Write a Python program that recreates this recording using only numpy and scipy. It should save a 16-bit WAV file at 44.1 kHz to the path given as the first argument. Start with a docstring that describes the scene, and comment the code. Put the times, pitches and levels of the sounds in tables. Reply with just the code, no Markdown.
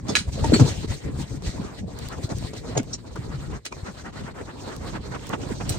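"""On a bed, clothes are ironed, sounding sped up as in a time-lapse, close to a stereo microphone.
Hands slide over the cloth, which rubs and hisses: shaped noise with many tiny slips in it.
The soleplate swishes to and fro, with bands of noise that follow its speed. Hand and iron land with thumps,
damped low swings, two of them heavy. Folds crunch and creases snap as short bursts of noise.
The iron's body knocks, its plastic shell clatters and small hard parts clink, all as brief resonances."""
import sys
import numpy as np
from scipy import signal
from scipy.fft import rfft, irfft, next_fast_len
from scipy.io import wavfile

SR = 44100
rng = np.random.default_rng(int(sys.argv[2]) if len(sys.argv) > 2 else 0)


def master(y):
    """Save y as 16-bit WAV."""
    cut = np.clip(np.atleast_2d(y).T, -1, 1)
    pcm = np.round(cut * 32767)  # scale
    wavfile.write(sys.argv[1], SR, pcm.astype(np.int16))


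N = 255118
TIME = np.arange(N) / SR
SIZE = next_fast_len(N, True)   # padded length for the Fourier transforms
BIN_HZ = np.maximum(np.arange(SIZE // 2 + 1) * SR / SIZE, 1)


# tone colour of rubbing cloth: (f/Hz, relative level/dB)
RUB_COLOUR = [(170, -10.5), (270, 0.5), (360, -6), (480, -6), (700, -14), (1000, -17.5), (1500, -26.5),
              (2500, -30.5)]
# tone colour of hissing fibres: (f/Hz, relative level/dB)
HISS_COLOUR = [(900, -5.5), (1900, 3), (2700, -0.5), (3400, 1.5), (4150, 5.5), (5200, 0.5), (6500, 1),
               (8500, 2), (10500, -21.5), (12500, -14.5), (14000, -5), (15500, -27)]
DRAG_FOLLOWS = 0.63   # share of a stroke's swing in level that the dragged cloth follows


def cloth(stir_rub_db=-10, stir_hiss_db=-19, drag_rub_db=-24, drag_hiss_db=-28):
    """Cloth slid by hand, dragged by the iron or just stirring rubs in the middle range and hisses on top."""
    stir = stirring()
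    drag = stroke_force() ** DRAG_FOLLOWS
    slide_rub, slide_hiss = slides()
    sliding, shaking = stills()
    rub = sliding * together(slide_rub, from_db(stir_rub_db) * stir * shaking, from_db(drag_rub_db) * drag)
    hiss = sliding * together(slide_hiss, from_db(stir_hiss_db) * stir, from_db(drag_hiss_db) * drag)
    out = bedding_rumble(stir, shaking, slide_rub, hiss)
    out += rub * friction(RUB_COLOUR, slips_per_s=220, slip_db=-5, catch_db=2.0, catch_rate=48)
    out += hiss * friction(HISS_COLOUR, slips_per_s=1400, slip_db=-10.5, catch_db=1.2, catch_rate=35)
    return out


# a hand or a sleeve slides over the cloth: (t/s at full speed, length/s, rubbing level/dB, hiss level/dB)
SLIDES = [(0.119, 0.085, -32.5, -45.5), (0.175, 0.044, -43, -38), (0.288, 0.031, -45, -46.5),
          (0.326, 0.064, -58, -43), (0.396, 0.032, -35.5, -44.5), (0.462, 0.077, -29.5, -40),
          (0.552, 0.056, -33, -34), (0.625, 0.11, -29, -38), (0.692, 0.057, -34, -35),
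          (0.796, 0.13, -40.5, -42.5), (0.93, 0.065, -39.5, -38.5), (1.067, 0.067, -35.5, -47),
          (1.138, 0.045, -36.5, -54), (1.203, 0.06, -39.5, -38.5), (1.332, 0.097, -41.5, -46.5),
          (1.476, 0.083, -44.5, -41.5), (1.591, .13, -39, -48), (1.793, 0.13, -45, -48.5),
          (1.916, 0.14, -41.5, -55), (2.041, 0.13, -43.5, -46.5), (2.191, 0.049, -38, -50.5),
          (2.243, 0.044, -35, -40), (2.321, 0.042, -34.5, -44), (2.374, 0.047, -40, -45),
          (2.46, 0.091, -43.5, -42.5), (2.579, 0.056, -49, -43), (2.693, 0.089, -36, -48),
          (2.844, 0.041, -40.5, -52), (2.935, 0.079, -41, -50.5), (3.08, 0.28, -45.5, -56),
          (3.248, 0.15, -47.5, -51), (3.417, 0.11, -46, -47.5), (3.823, 0.22, -44.5, -51),
          (3.992, 0.13, -68, -53), (4.198, 0.079, -58, -49.5), (4.421, 0.082, -40.5, -51),
          (4.585, 0.14, -42.5, -72), (4.678, 0.2, -39, -47), (4.873, 0.099, -40, -46),
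          (5.09, 0.12, -61, -50.5), (5.258, 0.12, -42, -47), (5.412, 0.064, -33.5, -47.5),
          (5.506, 0.085, -37, -43.5), (5.587, 0.022, -45, -47), (5.732, 0.2, -43, -44)]
SLIDE_FLATNESS, SLIDE_END_DB = 1.69, -6   # how long a slide holds its speed; its change at either end
WEIGHT_LEAD_S = 0.0017   # the weight peaks this much before the speed


def slides():
    """A slide gathers speed, holds it and eases off, its weight a little early: the gains of rubbing and hiss."""
    power = np.zeros((2, N))
    for s, length, rub_db, hiss_db in SLIDES:
        near = np.abs(TIME - s) < length
        from_middle = np.abs(TIME[near] - s + np.array([[WEIGHT_LEAD_S], [0]])) / (length / 2)
        level_db = np.array([[rub_db], [hiss_db]]) + SLIDE_END_DB * from_middle ** SLIDE_FLATNESS
        power[:, near] += from_db(level_db) ** 2
    return np.sqrt(power)


# the movement stops or turns round: (t/s, length/s, change of friction level/dB, change of rumble level/dB)
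STILLS = [(0.02, 0.05, -7.5, 0.5), (0.312, 0.025, -5.5, -6.5), (0.869, 0.014, -9, -1),
          (1.002, 0.085, 0.5, -14.5), (1.283, 0.069, -1, -9), (1.405, 0.044, -6.5, 1.5),
          (1.529, 0.042, -2.5, -6.5), (1.747, 0.082, 0.5, -6.5), (1.839, 0.073, -12, 5),
          (2.97, 0.023, -13, 6), (3.097, 0.029, -6.5, 7), (3.29, .03, -2, 5), (3.391, 0.027, -3.5, 3),
          (3.49, .025, -2.5, 3.5), (3.625, 0.071, -4.5, -9), (3.698, 0.025, -8, -7),
          (3.942, 0.022, -0.5, -21), (4.033, 0.01, -5, 1), (4.118, 0.015, -8, -5),
          (4.225, 0.023, -4.5, 5.5), (4.332, 0.018, -7, 3), (4.446, .02, -4.5, -1),
          (4.538, 0.075, -1.5, -5), (5.002, 0.021, -3.5, 9.5)]


def stills():
    """Friction mostly dies down where the movement stops or turns round: the gains of friction and rumble."""
    change_db = np.zeros((2, N))
    for s, length, friction_db, rumble_db in STILLS:
        near = np.abs(TIME - s) < length
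        dip = np.exp(-np.abs(2 * (TIME[near] - s) / length) ** 3)
        change_db[:, near] += np.array([[friction_db], [rumble_db]]) * dip
    return from_db(change_db)


def folds(x, depth_db=7.5, rate=18, count=8):
    """Shifting folds favour now one pitch, now another."""
    out = x
    for hz in np.geomspace(450, 6000, count):
        favour = from_db(depth_db * np.tanh(drift(rate)))
        out = out + resonate(x, hz, hz / 4) * (favour - 1)
    return out


# tone colour of the swish: (f/Hz, relative level/dB)
SWISH_COLOUR = [(200, -34), (380, 2), (800, -3), (1400, -6.5), (2000, -9), (3000, -19.5), (5000, -58),
                (9000, -69)]
# tone colour of the grit in firm strokes: (f/Hz, relative level/dB)
GRIT_COLOUR = [(1500, -32), (2400, 24), (3600, 18.5), (6000, -47), (10000, -42)]
# soleplate strokes: (t/s at the height, level/dB, swell/s, fade/s, weave pitch at full speed f/Hz)
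STROKES = [(1.655, -45, 0.061, 0.1, 1170), (2.029, -50, 0.11, 0.062, 1403),
           (2.125, -37, 0.024, 0.029, 1400), (2.245, -66, 0.018, 0.025, 1300),
           (2.729, -43.5, 0.019, 0.02, 1100), (2.762, -38, 0.013, 0.013, 920),
           (3.235, -49.5, 0.023, 0.04, 1300), (3.334, -41.5, 0.031, 0.029, 1340),
           (3.44, -46.5, 0.039, 0.028, 1405), (3.552, -41.5, 0.051, .028, 1196),
           (3.794, -50.5, 0.035, .025, 1426), (3.874, -38, 0.028, 0.032, 1463),
           (3.999, -46, 0.044, 0.028, 1554), (4.067, -38, 0.021, .026, 1480),
           (4.179, -42, 0.046, .036, 1495), (4.283, -39, 0.039, .022, 1570),
           (4.385, -42, 0.037, .042, 1324), (4.498, -40, 0.031, 0.024, 1338),
           (4.712, -42, 0.05, 0.06, 1298), (4.878, -41.5, 0.074, 0.035, 1233),
           (4.959, -34, .024, .02, 1260), (5.068, -48, 0.058, .03, 926), (5.129, -39.5, 0.02, .02, 1545),
           (5.153, -33, .013, 0.018, 1150), (5.316, -36.5, 0.022, .025, 1384),
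           (5.338, -28.5, .009, 0.016, 1070), (5.411, -49.5, 0.03, 0.038, 998),
           (5.51, -50, 0.023, 0.017, 1000), (5.61, -33, 0.009, 0.02, 905),
           (5.664, -44.5, 0.013, 0.024, 1000)]
# thread spacings that sing under the plate: (multiple of the weave pitch, width f/Hz, level/dB)
WEAVE = [(.7, 230, -10.5), (1, 152, -5), (1.32, 260, -9)]
STROKE_ROUNDNESS = 1.75   # how evenly a stroke eases off: 1 is a sudden drop with a tail, 2 a round shoulder
SLOW_PITCH = .48   # share of the weave pitch left when the plate is slow
SPEED_SPAN, SPEED_LAG = .7, .15   # width and delay of the speed's arch, in stroke lengths (swell + fade)


def soleplate(swish_db=0.0, grit_db=-6, firm_db=-33, bed_db=-4, dent_db=0, dent_hz=240, dent_width_hz=150):
    """The plate swishes over the weave, its pitch following the speed; firm strokes add grit, rub and drone."""
    force = stroke_force()
    bite = np.tanh(force / from_db(firm_db)) ** 2   # near 1 for firm strokes, near 0 for light ones
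    swish = friction(SWISH_COLOUR, slips_per_s=1200, slip_db=-8, catch_db=1.6, catch_rate=90)
    grit = friction(GRIT_COLOUR, slips_per_s=2500, slip_db=-6, catch_db=1, catch_rate=120)
    bed_rub = friction(RUB_COLOUR, slips_per_s=250, slip_db=-8, catch_db=1, catch_rate=36)
    bed_drone = ringing_band(np.full(N, dent_hz), dent_width_hz)
    out = from_db(swish_db) * force * swish
    out += from_db(grit_db) * force * bite * grit
    out += from_db(bed_db) * force * bite * bed_rub
    out += from_db(dent_db) * force * np.sqrt(bite) * bed_drone
    for s, level_db, swell, fade, top_hz in STROKES:
        near, gain = contact(s, level_db, swell, fade, STROKE_ROUNDNESS)
        speed = np.exp(-(((TIME[near] - s) / (swell + fade) - SPEED_LAG) / SPEED_SPAN) ** 2)
        hz = top_hz * (SLOW_PITCH + (1 - SLOW_PITCH) * speed)
        for multiple, width, thread_db in WEAVE:
            out[:, near] += from_db(thread_db) * gain * ringing_band(multiple * hz, width)
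    return out * stills()[0]


def stroke_force():
    """The joint gain of all soleplate strokes."""
    return gestures([(*row[:4], STROKE_ROUNDNESS) for row in STROKES])


# soft blows on the mattress: (t/s at the height, level/dB at the height, pitch f/Hz at the height, length/s)
THUMPS = [(.095, -17, 213, 0.0061), (.126, -20, 167, .012), (.205, -25.5, 116, 0.008),
          (.218, -25.5, 202, .014), (.287, -15.5, 66.5, 0.017), (.431, -12.5, 83, .013),
          (.523, -7, 457, 0.00364), (.529, -11, 200, 0.0064), (.536, -2.5, 249, 0.0066),
          (.549, -12.5, 240, 0.015), (.564, -14.5, 392, 0.0085), (.571, -21, 130, 0.0083),
          (.594, -25, 467, 0.0056), (.603, -17.5, 273.6, 0.028), (.619, -2, 125.3, 0.021),
          (.622, -9.5, 260, 0.016), (.65, -12.5, 146.4, .02), (.68, -25, 351, 0.0081),
          (.714, -18.5, 95, 0.015), (.783, -20.5, 90, .012), (.847, -15.5, 273, 0.003),
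          (.855, -22.5, 160, 0.0067), (.905, -17, 84.3, 0.016), (1.09, -32, 282, 0.024),
          (1.193, -24, 89, 0.019), (1.21, -26, 300, .005), (1.348, -26.5, 290, 0.011),
          (1.477, -19.5, 66, 0.015), (1.601, -17.5, 193, 0.0066), (1.65, -23.5, 316, 0.0051),
          (1.812, -25.5, 178, 0.0069), (1.843, -26, 189, 0.019), (1.862, -27, 83, 0.019),
          (2.07, -24, 93, 0.007), (2.247, -15, 114, 0.009), (2.256, -24, 316, 0.0037),
          (2.323, -19.5, 161, 0.0092), (2.356, -18.5, 90, 0.012), (2.44, -31, 109.7, 0.028),
          (2.768, -14.5, 478, 0.0043), (2.779, -19, 133.7, 0.032), (2.803, -18, 259, 0.013),
          (3.175, -28, 378, .008), (3.193, -21, 132, 0.01), (3.354, -27, 135.7, 0.051),
          (3.835, -24, 94, 0.0092), (3.89, -31.5, 204, .028), (4.085, -32, 222, 0.011),
          (4.248, -29, 223, 0.0069), (5.51, -23, 414, 0.01), (5.522, -19, 219, 0.006),
          (5.713, -17, 109.5, 0.015)]
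# each stroke opens with a push on the mattress, so many swells before its height
PUSH_LEAD, PUSH_DB, PUSH_HZ, PUSH_S = 1.38, -32, 76, 0.006


def thumps(sag=0.29, apart_db=-9, shudder_width=0.88):
    """A blow or push gives the mattress a few damped swings that sink in pitch, and the bedding shudders."""
    pushes = [(s - PUSH_LEAD * swell, PUSH_DB, PUSH_HZ, PUSH_S) for s, _, swell, _, _ in STROKES]
    out = np.zeros((2, N))
    for s, peak_db, hz, length in list(THUMPS) + pushes:
        near = np.abs(TIME - s) < 3 * length
        age = (TIME[near] - s) / length
        sharpness = np.where(age < 0, 3.0, 2.2)   # it rises faster than it fades
        swing = from_db(peak_db) * np.exp(-sharpness * age ** 2)
        angle = 2 * np.pi * hz * length * (age - sag * age ** 2 / 2)
        shudder = ringing_band(np.full(len(age), hz), shudder_width * hz)[0]
        out[:, near] += swing * np.array([np.sin(angle), from_db(apart_db) * shudder])
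    return out


# the iron's body knocks as it lands: (t/s, level/dB, fade/s)
KNOCKS = [(.447, -43, 0.017), (0.537, -17.5, 0.0075), (.546, -21, .005), (0.559, -24, 0.0066),
          (.571, -32, .003), (0.599, -38, 0.0069), (0.611, -38, 0.0083), (2.775, -25.5, 0.0033),
          (2.791, -28.5, 0.0087), (5.194, -38.5, 0.0032)]
# resonances of the iron's body: (f/Hz, width f/Hz, level/dB)
BODY = [(1430, 130, -3), (1660, 130, -3), (1910, 230, -4.5), (2240, 160, 0.5), (2600, 280, -3),
        (3320, 240, -2.5)]


def knocks(rise_s=0.0015):
    """The iron lands with rough knocks that ring briefly in its body."""
    rows = [(s, level_db, rise_s, fade) for s, level_db, fade in KNOCKS]
    blows = gestures(rows) * rng.standard_normal((2, N))
    out = np.zeros((2, N))
    for k, (hz, width, level_db) in enumerate(BODY):
        # a narrow resonance lets less noise through, so it is raised
        evened = np.sqrt(SR / (np.pi * width * len(BODY)))
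        out += from_db(level_db) * evened * resonate(blows, hz, width) * (-1) ** k
    return out


# tone colour of chattering plastic: (f/Hz, relative level/dB)
CLATTER_COLOUR = [(900, -21), (1300, -1), (1700, -3.5), (2400, -4), (3000, -1), (4200, -2), (6000, 1.5),
                  (8700, -1), (11000, -14), (14500, -20)]
# the iron's shell clatters: (t/s, level/dB, swell/s, fade/s)
CLATTERS = [(.1538, -21, .0008, .008), (.1607, -20, .0008, .011), (.169, -26, .003, .016),
            (.19, -33, .008, .026), (3.654, -34, .003, .007), (3.664, -33.5, .003, .011),
            (5.696, -36, .004, .011), (5.724, -39, .006, .015)]
# rings of the shell: (f/Hz, width f/Hz, level/dB)
SHELL_RINGS = [(1490, 130, -1), (1700, 60, 0.5), (1980, 150, 0), (2270, 92, 3.5), (2450, 130, 4),
               (2940, 150, 2), (3320, 210, -5), (3950, 90, 8.5), (4200, 97, 3), (4740, 170, -2),
               (6440, 200, -7), (8760, 270, -5)]


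def shell(chatter_db=-1, ring_db=4):
    """Loose plastic parts chatter against the hollow shell of the iron and make it ring."""
    contacts = friction(CLATTER_COLOUR, slips_per_s=4500, slip_db=-7, catch_db=.6, catch_rate=300)
    chatter = gestures(CLATTERS) * contacts
    ringing = sum(from_db(level_db) * resonate(chatter, hz, width) for hz, width, level_db in SHELL_RINGS)
    return from_db(chatter_db) * chatter + from_db(ring_db) * ringing


# hard knocks on the shell: (t/s, level/dB, brightness of the contact f/Hz)
SHELL_HITS = [(0.1533, -15, 2400), (.1603, -26, 5000), (0.1675, -18.5, 3500)]


def shell_hits():
    """A hard knock sets all rings of the shell going at once; a duller contact favours the low ones."""
    out = np.zeros((2, N))
    for s, hit_db, bright_hz in SHELL_HITS:
        near = (TIME > s) & (TIME < s + .1)
        age = TIME[near] - s
        for hz, width, level_db in SHELL_RINGS:
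            decay = np.exp(-np.pi * width * age)
            dullness = np.sqrt(1 + (hz / bright_hz) ** 4)
            gain = from_db(hit_db + level_db) * decay / dullness
            out[:, near] += gain * np.sin(2 * np.pi * (hz * age + rng.random((2, 1))))
    return out


# small hard parts set ringing: (t/s, pitch f/Hz, width f/Hz, level/dB, fade/s)
CLINKS = [(.094, 802, 450, -29.5, 0.016), (.094, 3480, 25, -36, 0.016), (0.093, 4600, 150, -36, 0.019),
          (0.093, 5330, 90, -38, .024), (.093, 6520, 200, -33, .014), (.378, 541, 160, -31, .025),
          (0.445, 899, 60, -23, 0.013), (.522, 620, 220, -29, .009), (.541, 1252, 600, -28, 0.013),
          (.599, 1050, 600, -26.5, .013), (.445, 1920, 220, -42, 0.013), (0.538, 4180, 150, -23, 0.016),
          (0.544, 4390, 130, -20, 0.019), (0.542, 7390, 130, -27, 0.016), (0.542, 7900, 320, -30, 0.016),
          (.542, 8750, 200, -35, .012), (2.757, 700, 300, -32, .008), (2.768, 756, 300, -30, 0.015),
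          (2.776, 6800, 220, -30, 0.013), (2.936, 4220, 700, -39.5, 0.019),
          (2.935, 5670, 800, -27.5, 0.014), (2.937, 7200, 1110, -33.5, 0.016),
          (3.162, 1188, 700, -34, .012), (3.726, 1029, 250, -33, 0.0079), (3.726, 2406, 300, -37.5, 0.008),
          (5.697, 5710, 160, -38, 0.0072), (5.698, 4040, 500, -42, 0.014),
          (5.697, 8230, 450, -24.5, 0.0085), (5.696, 12900, 2400, -33, 0.019)]


def clinks(rise_s=0.0042, blur_hz=110, damping=1.31):
    """A jostled hard part rings: a sharp resonance is clean, a broad one rasps, and the hand soon damps both."""
    out = np.zeros((2, N))
    for s, hz, width, level_db, fade in CLINKS:
        near, gain = contact(s, level_db, rise_s, fade, damping)
        pure = 1 / (1 + (width / blur_hz) ** 2)   # share of clean tone in the power
        angle = 2 * np.pi * (hz * TIME[near] + rng.random())
        tone = np.sqrt(2) * np.array([np.cos(angle), np.sin(angle)])
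        rasp = ringing_band(np.full(len(near), hz), width)
        out[:, near] += gain * (np.sqrt(pure) * tone + np.sqrt(1 - pure) * rasp)
    return out


# tone colour of crushed cloth: (f/Hz, relative level/dB)
CRUNCH_COLOUR = [(300, -2.5), (700, -0.5), (1100, -7), (2500, -13.5), (4500, -10), (7000, -7.5),
                 (10000, -20), (14500, -33)]
# cloth crushed under a hand or the iron: (t/s, level/dB, swell/s, fade/s)
PRESSES = [(.0845, -29.5, 0.0008, 0.0061), (.095, -32, 0.0083, 0.022), (.378, -44, 0.019, 0.0077),
           (.412, -43, .006, .012), (.441, -32.5, 0.001, 0.04), (.523, -35, 0.0013, 0.014),
           (.541, -25, 0.0056, 0.013), (.563, -31, 0.0028, 0.0069), (.597, -23, 0.00082, 0.019),
           (.683, -40, .014, 0.012), (1.423, -45, .0008, 0.012), (1.647, -49, 0.0053, 0.015),
           (2.292, -41, 0.001, 0.014), (2.534, -36.5, 0.001, 0.0073), (2.779, -26.5, 0.0057, 0.013),
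           (3.16, -42, 0.0009, 0.02), (3.658, -45, 0.0048, 0.015), (3.725, -40.5, 0.00087, 0.0094),
           (4.056, -44.5, 0.00085, 0.018), (5.333, -48, .001, .012), (5.605, -53, .001, .012),
           (5.708, -38, 0.01, 0.015)]
# hollow ring of the bed: (f/Hz, width f/Hz, relative level/dB)
BED_RINGS = [(309, 96, 3.5), (384, 71, -5), (440, 160, -10.5)]


def presses(bed_db=9):
    """Folds crunch as they are pressed flat, and the bed answers with a hollow ring."""
    grain = friction(CRUNCH_COLOUR, slips_per_s=900, slip_db=-1, catch_db=2.2, catch_rate=220)
    crunch = gestures(PRESSES) * grain
    return crunch + sum(from_db(bed_db + level_db) * resonate(crunch, hz, width)
                        for hz, width, level_db in BED_RINGS)


# tiny snaps of fibres and creases, and one loud bright tick near the end: (t/s, level/dB before the band
# filter)
SNAPS = [(1.989, -27), (2.087, -28), (2.385, -29.5), (2.832, -35.5), (3.158, -37), (3.656, -24),
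         (4.765, -30.5), (5.269, -32), (5.293, -27.5), (5.694, -17)]


def snaps(fade_s=0.0013, low_hz=3200):
    """Single creases snap with a very short, bright tick of noise; near the end one loud tick stands out."""
    rows = [(s, level_db, fade_s / 2, fade_s) for s, level_db in SNAPS]
    ticks = gestures(rows) * rng.standard_normal((2, N))
    return signal.sosfilt(signal.butter(2, [low_hz, 14000], "band", fs=SR, output="sos"), ticks)


# how strongly the bedding stirs, before each sound's own gain: (t/s, level/dB)
STIR_LEVEL = [(0.0, -33), (0.13, -42), (0.56, -27.5), (0.74, -38.5), (0.9, -33.5), (1.38, -36),
              (1.66, -37.5), (2.14, -42.5), (2.46, -37.5), (3.03, -42), (3.41, -38), (3.56, -35.5),
              (3.7, -49.5), (4.23, -39), (4.62, -43.5), (4.83, -38), (5.33, -40), (5.78, -33)]


def stirring():
    """The slowly changing gain of the bedding's stirring."""
    return from_db(np.interp(TIME, *np.transpose(STIR_LEVEL)))


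# tone colour of the rumbling bedding: (f/Hz, relative level/dB)
RUMBLE_COLOUR = [(22, -26), (40, -2.5), (65, 0), (130, 0.5), (165, -4), (200, -5), (270, -11.5), (400, -17)]


def bedding_rumble(stir, shaking, slide_rub, hiss, bedding_db=4, rest_db=-7, moving_db=-50, weight_db=-5):
    """The bedding rumbles low as it stirs, more while the cloth hisses and under the weight of a slide."""
    moving = together(np.tanh(hiss / from_db(moving_db)), from_db(rest_db))
    rumble = shaking * together(from_db(bedding_db) * stir * moving, from_db(weight_db) * slide_rub)
    return rumble * friction(RUMBLE_COLOUR, slips_per_s=80, slip_db=-6, catch_db=1.8, catch_rate=18.7)


def friction(spectrum, slips_per_s, slip_db, catch_db, catch_rate):
    """Countless tiny slips and some larger ones, catching and letting go; two unrelated rows of power 1."""
    sizes = np.minimum(rng.exponential(1, (2, N)), 4) * rng.choice([-1, 1], (2, N))
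    slips = rms_one(sizes * (rng.random(N) < slips_per_s / SR))
    catching = from_db(catch_db * drift(catch_rate))
    force = (rng.standard_normal((2, N)) + from_db(slip_db) * slips) * catching
    # beyond the first and last row of the table the colour falls off steeply
    skirts = np.minimum(BIN_HZ / spectrum[0][0], 1) ** 2 * np.minimum(spectrum[-1][0] / BIN_HZ, 1) ** 2
    colour = from_db(at_hz(spectrum, BIN_HZ)[0]) * skirts
    return rms_one(irfft(rfft(force, SIZE) * colour, SIZE)[:, :N])


def ringing_band(hz, width):
    """Restless ringing about a pitch that may move; two unrelated rows of power 1."""
    width = np.clip(width, 10, 3000)
    settle = 4000   # samples dropped while the filter starts up
    lowpass = signal.butter(2, width / 2, fs=SR, output="sos")
    wobble = signal.sosfilt(lowpass, rng.standard_normal((2, 2, len(hz) + settle)))[..., settle:]
    angle = 2 * np.pi * np.cumsum(hz) / SR
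    return rms_one(wobble[0] * np.cos(angle) + wobble[1] * np.sin(angle))


def resonate(x, hz, width):
    """A resonance with gain 1 at its top."""
    r = np.exp(-np.pi * width / SR)
    feedback = [1, -2 * r * np.cos(2 * np.pi * hz / SR), r * r]
    return signal.lfilter(np.array([1, 0, -1]) * (1 - r * r) / 2, feedback, x)


def contact(s, level_db, swell, fade, roundness=1.0):
    """A contact swells smoothly to its height, then dies away: its samples and its gain there."""
    near = np.flatnonzero((TIME > s - 4 * swell) & (TIME < s + 7 * fade))
    age = TIME[near] - s
    before = (np.minimum(age, 0) / swell) ** 2
    after = (np.maximum(age, 0) / fade) ** roundness
    return near, from_db(level_db) * np.exp(-before - after)


def gestures(rows):
    """The joint gain of several contacts; their powers add."""
    power = np.zeros(N)
    for row in rows:
        near, gain = contact(*row)
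        power[near] += gain ** 2
    return np.sqrt(power)


def together(*gains):
    """The joint gain of unrelated causes; their powers add."""
    return np.sqrt(sum(gain ** 2 for gain in gains))


def drift(rate):
    """Smooth chance of spread 1 that changes about rate times a second."""
    smooth = np.exp(-np.minimum(BIN_HZ / rate, 10) ** 2)
    return rms_one(irfft(rfft(rng.standard_normal(SIZE)) * smooth, SIZE)[:N])


def at_hz(rows, hz):
    """Every column of a table, read on a log-frequency axis."""
    points, *columns = np.transpose(rows)
    return [np.interp(np.log(hz), np.log(points), c) for c in columns]


def from_db(db):
    """Decibels to gain."""
    return 10 ** (np.asarray(db) / 20)


def rms_one(x):
    """Scale to unit power."""
    return x / np.sqrt(np.mean(x ** 2) + 1e-20)


# stereo image by pitch: (f/Hz, likeness of left and right 0-1, left leads by/rad, left over right level/dB)
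STEREO_IMAGE = [(40, .7, 0, 0), (150, .55, 0, .5), (300, .45, .3, -.5), (550, .3, 1.7, -1.2),
                (1200, .3, .4, -1.2), (2200, .25, 2.0, -1.2), (3300, .1, 1.5, -2), (4700, .2, 2.4, -4),
                (6000, .3, 1.7, -3), (7500, .65, 1.9, 2.6), (8700, .7, 2.2, 1), (9900, .97, 3.05, 0),
                (12000, .98, 3.14, 0), (16000, .55, 2.2, 0)]


def stereo_image(x):
    """Row 0 goes to both sides alike, row 1 with opposite signs; stereo likeness and lead are set by pitch."""
    likeness, lead, left_db = at_hz(STEREO_IMAGE, BIN_HZ)
    likeness, sides = np.clip(likeness, 0, 1), np.array([[1], [-1]])
    shared, apart = rfft(x, SIZE)
    pair = np.sqrt((1 + likeness) / 2) * shared + sides * np.sqrt((1 - likeness) / 2) * apart
    return irfft(pair * from_db(sides * left_db / 2) * np.exp(1j * sides * lead / 2), SIZE)[:, :N]


# where the work is going on: (t/s, left over right level/dB, for the sound below the treble)
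POSITION = [(0, -1), (.7, 1.7), (1.3, 3), (1.8, 1), (2.25, 2.5), (2.8, 1), (3.7, 1), (4.3, 2), (5.2, -2),
            (5.75, -1.5)]


def scene():
    """All sources are heard without echo; the side nearer to the work gets more of the body of the sound."""
    handling = presses() + thumps() + knocks() + shell() + shell_hits() + clinks() + snaps()
    pair = stereo_image(folds(cloth()) + soleplate() + handling)
    body = signal.sosfiltfilt(signal.butter(2, 4000, fs=SR, output="sos"), pair)
    left_db = np.interp(TIME, *np.transpose(POSITION))
    return pair + body * (from_db(np.array([left_db, -left_db]) / 2) - 1)


CUTOFF_HZ = 15900


def record(dry):
    """The highest peaks are rounded and the top is cut."""
    rounded = dry / (1 + (dry / .95) ** 8) ** (1 / 8)
    return signal.sosfilt(signal.ellip(10, .1, 80, CUTOFF_HZ, fs=SR, output="sos"), rounded)


dry = scene()
out = record(dry)
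master(out)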